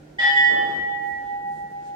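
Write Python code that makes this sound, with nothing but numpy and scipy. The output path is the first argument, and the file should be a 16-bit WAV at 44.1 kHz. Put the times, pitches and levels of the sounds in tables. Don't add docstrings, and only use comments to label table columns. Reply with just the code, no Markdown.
import sys
import numpy as np
from scipy import signal
from scipy.fft import rfft, irfft, next_fast_len
from scipy.io import wavfile
from scipy.ndimage import uniform_filter1d, map_coordinates

SR = 44100
rng = np.random.default_rng(int(sys.argv[2]) if len(sys.argv) > 2 else 0)


def undo_db(level):
    steps = np.asarray(level, float) / 20
    return 10 ** steps


def inscribe(sig):
    pcm = np.round(np.clip(np.atleast_2d(sig).T, -1, 1) * 32767)
    wavfile.write(sys.argv[1], SR, pcm.astype(np.int16))


N = 85995
STRIKE_S = .184
LEFT_DB = -1.5
SIDES = np.array([[1], [-1]])


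def coloured(points):
    hz, db = np.array(points, float).T
    f = np.maximum(np.arange(N // 2 + 1) * SR / N, 1)
    gain = undo_db(np.interp(np.log(f), np.log(hz), db, left=-90))
    x = irfft(rfft(rng.standard_normal(N)) * gain, N)
    return x / x.std()


def walk(rate):
    hold = int(SR / rate)
    steps = np.repeat(rng.standard_normal(N // hold + 1), hold)
    x = uniform_filter1d(uniform_filter1d(steps, hold), hold)[:N]
    return (x - x.mean()) / x.std()


def spread(points, like_hz):
    high_pass = signal.butter(2, like_hz, "high", fs=SR, output="sos")
    side = signal.sosfilt(high_pass, coloured(points))
    return (coloured(points) + side * SIDES) * undo_db(LEFT_DB / 2 * SIDES)


def mains_hum(t):
    # frequency in Hz, level in dB, wobble in dB.
    hum_lines = [(50, -72.5, 6.5), (152, -54.5, 2), (301.4, -66.5, 5.5), (424, -71, 5.5)]
    dip_s, dip_width_s, dip_db = 1.2, 0.32, -6.5
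    hum = 0
    for hz, db, wobble_db in hum_lines:
        level = undo_db(db + wobble_db * walk(5.59)) * np.sqrt(2)
        hum = hum + level * np.sin(2 * np.pi * hz * t + .6 * walk(4.56))
    dip = dip_db * np.exp(-((t - dip_s) / dip_width_s) ** 2)
    return hum * undo_db(dip + LEFT_DB / 2 * SIDES)


def background(t):
    # frequency in Hz, level in dB per Hz.
    air_colour = [(1350, 4), (2300, -6), (3510, -10), (6390, -13.5), (9000, -20), (15500, -36)]
    # frequency in Hz, level in dB per Hz.
    murk_colour = [(25, -41.5), (45, 1), (70, -6.5), (160, -6.5), (300, -1), (450, -5.5), (750, -10.5),
                   (2400, -46.5)]
    murk = spread(murk_colour, 350) * undo_db(-.6 * SIDES) * undo_db(-50 + 0.95 * walk(2.8))
    air = spread(air_colour, 350) * undo_db(-63.5 + 1.1 * walk(6.5))
    return murk + air + mains_hum(t)


def ring(t, hz, db, t60):
    return undo_db(db - 60 * t / t60) * np.sin(2 * np.pi * hz * t)


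def pair(t, hz, split, db, partner_db, t60):
    return ring(t, hz, db, t60) + ring(t, hz + split, db + partner_db, t60)


def clank(t):
    level_db, decay_s, centre_hz = -9.5, 0.0041, 1680
    band = signal.butter(3, [centre_hz / 3.3, centre_hz * 2.26], "band", fs=SR, output="sos")
    burst = rng.standard_normal(N) * (t > 0) * np.exp(-np.abs(t) / decay_s)
    return undo_db(level_db) * signal.sosfilt(band, burst)


def bell(t):
    # frequency in Hz, split of the pair in Hz, level in dB, partner in dB, t60 in s.
    hum_tone = (812.1672, -5.4729, -13.4, -10.9, 9)
    main_tone = (1927.9198, 4.3547, -2.8, -11.1, 2.7406)
    body_modes = [(1780, 6, -11, -4, 1.2), (3043, 8, -15, -3, 1.2), (3446, -7, -16, -4, 1.3),
                  (1314, 4, -40, -3, .8), (2126, 43, -34, -1, .5), (2584, 5, -46, -3, .6),
                  (3774, 9, -42, -3, .7), (4005, 9, -42, -3, .5), (4188, 9, -45, -3, .4),
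                  (1750, 62, -27, -4, .6)]
    # frequency in Hz, level in dB, t60 in seconds.
    rim_modes = [(4635, -32, .7), (4742, -30, .6), (4764, -31, .5), (4883, -30, .8), (4910, -30, .85),
                 (5292, -31, .75), (5355, -32, .6), (5491, -35, .4), (6002, -42, .4), (6363, -49, .35),
                 (7004, -40, .45), (7424, -36, .5), (7930, -44, .4)]
    # frequency in Hz, level in dB, t60 in seconds.
    shimmer_modes = [(6850, -43, .4), (7180, -44, .4), (8100, -47, .35), (8818, -58, .3), (9157, -47, .4),
                     (9388, -44, .4), (9771, -44, .4), (11250, -57, .3), (11600, -57, .3), (11900, -56, .3),
                     (12280, -53, .35)]
    bell_db, rim_db, shimmer_db, swell_s = -18, 2, 1, .012
    t = t - STRIKE_S
    swell = undo_db(bell_db) * np.clip(t / swell_s + .3, 0, 1)
    high = sum(pair(t, *mode) for mode in body_modes)
    high = high + undo_db(rim_db) * sum(ring(t, *mode) for mode in rim_modes)
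    high = high + undo_db(shimmer_db) * sum(ring(t, *mode) for mode in shimmer_modes)
    return swell * pair(t, *hum_tone), swell * pair(t, *main_tone), swell * high, clank(t)


def pillar_echoes(low, main, high, t):
    # delay in seconds, high tones in dB, lowest tone in dB, bearing in rad, approach in m/s.
    strong_paths = [(0.003205, 2.0, 3.4, -0.34, -0.334), (0.006293, -0.5, 1.7, -1.137, -0.1649),
                    (0.013924, -0.4, -4.0, 1.812, -0.196), (0.042292, 2.7, -20.6, -0.722, 0.8515),
                    (0.045349, -30.0, 7.7, -0.042, -0.8928), (0.052938, -4.6, -19.5, -1.627, -1.0117),
                    (0.07697, -30.0, 9.0, -1.143, -0.8172), (0.095042, -2.8, -5.3, 1.416, 0.3343),
                    (0.101543, 1.2, -7.5, 1.079, -0.0755), (0.18192, 6.0, -5.6, 1.073, 0.0659),
                    (0.253425, 4.6, -5.7, -0.244, 0.0471), (0.29073, -12.4, -2.7, 0.516, 0.45)]
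    turn_mid_s, turn_s, turn_rad = .6916, .259, .9714
    ports_s = 2.2e-4
    upper_db = -8.5
    heading = turn_rad * np.tanh((t - turn_mid_s) / turn_s)
    upper = main + undo_db(upper_db) * high
    out = 0
    for late, high_db, low_db, bearing, speed in strong_paths:
        lag = ports_s * np.sin(bearing - heading) * SIDES
        place = (t - late + speed / 343 * (t - STRIKE_S) - lag) * SR
        mix = undo_db(high_db) * upper + undo_db(low_db) * low
        out = out + map_coordinates(mix, [place], order=3)
    return out


def hall(x, t):
    t60_s, treble_t60_s, rise_s, views = 1.1, .6, .03, 16
    size = next_fast_len(2 * N)
    low_pass = signal.butter(1, 2500, fs=SR, output="sos")
    rise = 1 - np.exp(-t / rise_s)
    spectrum = rfft(x, size)
    out = np.zeros((2, N))
    for k in range(views):
        fade = np.cos(np.clip(t / t[-1] * (views - 1) - k, -1, 1) * np.pi / 2)
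        noise = rng.standard_normal((2, N))
        dull = signal.sosfilt(low_pass, noise)
        treble = noise - dull
        tail = rise * (dull * undo_db(-60 * t / t60_s) + treble * undo_db(-60 * t / treble_t60_s))
        tail = tail / np.sqrt(np.sum(tail[0] ** 2))
        out += fade * irfft(spectrum * rfft(tail, size), size)[:, :N]
    return out


def drag(t):
    # frequency in Hz, level in dB per Hz.
    drag_colour = [(120, -14.5), (250, -4.5), (420, 1), (600, -5.5), (1000, -12), (1600, -17),
                   (5000, -35.5), (15000, -54)]
    start_s, hold_s, rise_s, t60_s = 0.4795, 0.23, 0.042, 1.0
    u = t - start_s
    shape = np.clip(u / rise_s, 0, 1) * undo_db(-60 * np.maximum(u - hold_s, 0) / t60_s)
    return spread(drag_colour, 300) * shape * undo_db(-38 + 0.62 * walk(40))


def scuffs(t):
    # time of the peak in seconds, length in seconds, level in dB, centre in Hz.
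    foot_scuffs = [
        (1.081, .06, -69, 9000),
        (1.562, 0.092, -67.5, 5650),
        (1.72, .03, -73.5, 8330),
        (1.873, 0.041, -64, 4700),
        (1.497, 0.052, -52, 181),
        (1.64, 0.11, -52.5, 176),
    ]
    out = 0
    for peak_s, length_s, db, hz in foot_scuffs:
        wide = 1.7 if hz > 1000 else 1.12
        band = [(hz / wide ** 2, -24), (hz / wide, -3), (hz * wide, -3), (hz * wide ** 2, -24), (SR, -90)]
        out = out + spread(band, 400) * undo_db(db) * np.exp(-((t - peak_s) / length_s) ** 2)
    return out


def scene():
    t = np.arange(N) / SR
    low, main, high, knock = bell(t)
    long_hall_db, hall_db = -17, 4
    diffuse = hall(undo_db(long_hall_db) * (low + main) + undo_db(hall_db) * high + knock, t)
    return background(t) + pillar_echoes(low, main, high, t) + diffuse + drag(t) + scuffs(t)


def band_limit(x):
    return signal.sosfilt(signal.butter(12, 16120, fs=SR, output="sos"), x)


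def record(dry):
    top_cut = signal.ellip(8, .2, 70, 15900, fs=SR, output="sos")
    mix = signal.sosfilt(top_cut, dry)
    return band_limit(mix)


dry = scene()
out = record(dry)
inscribe(out)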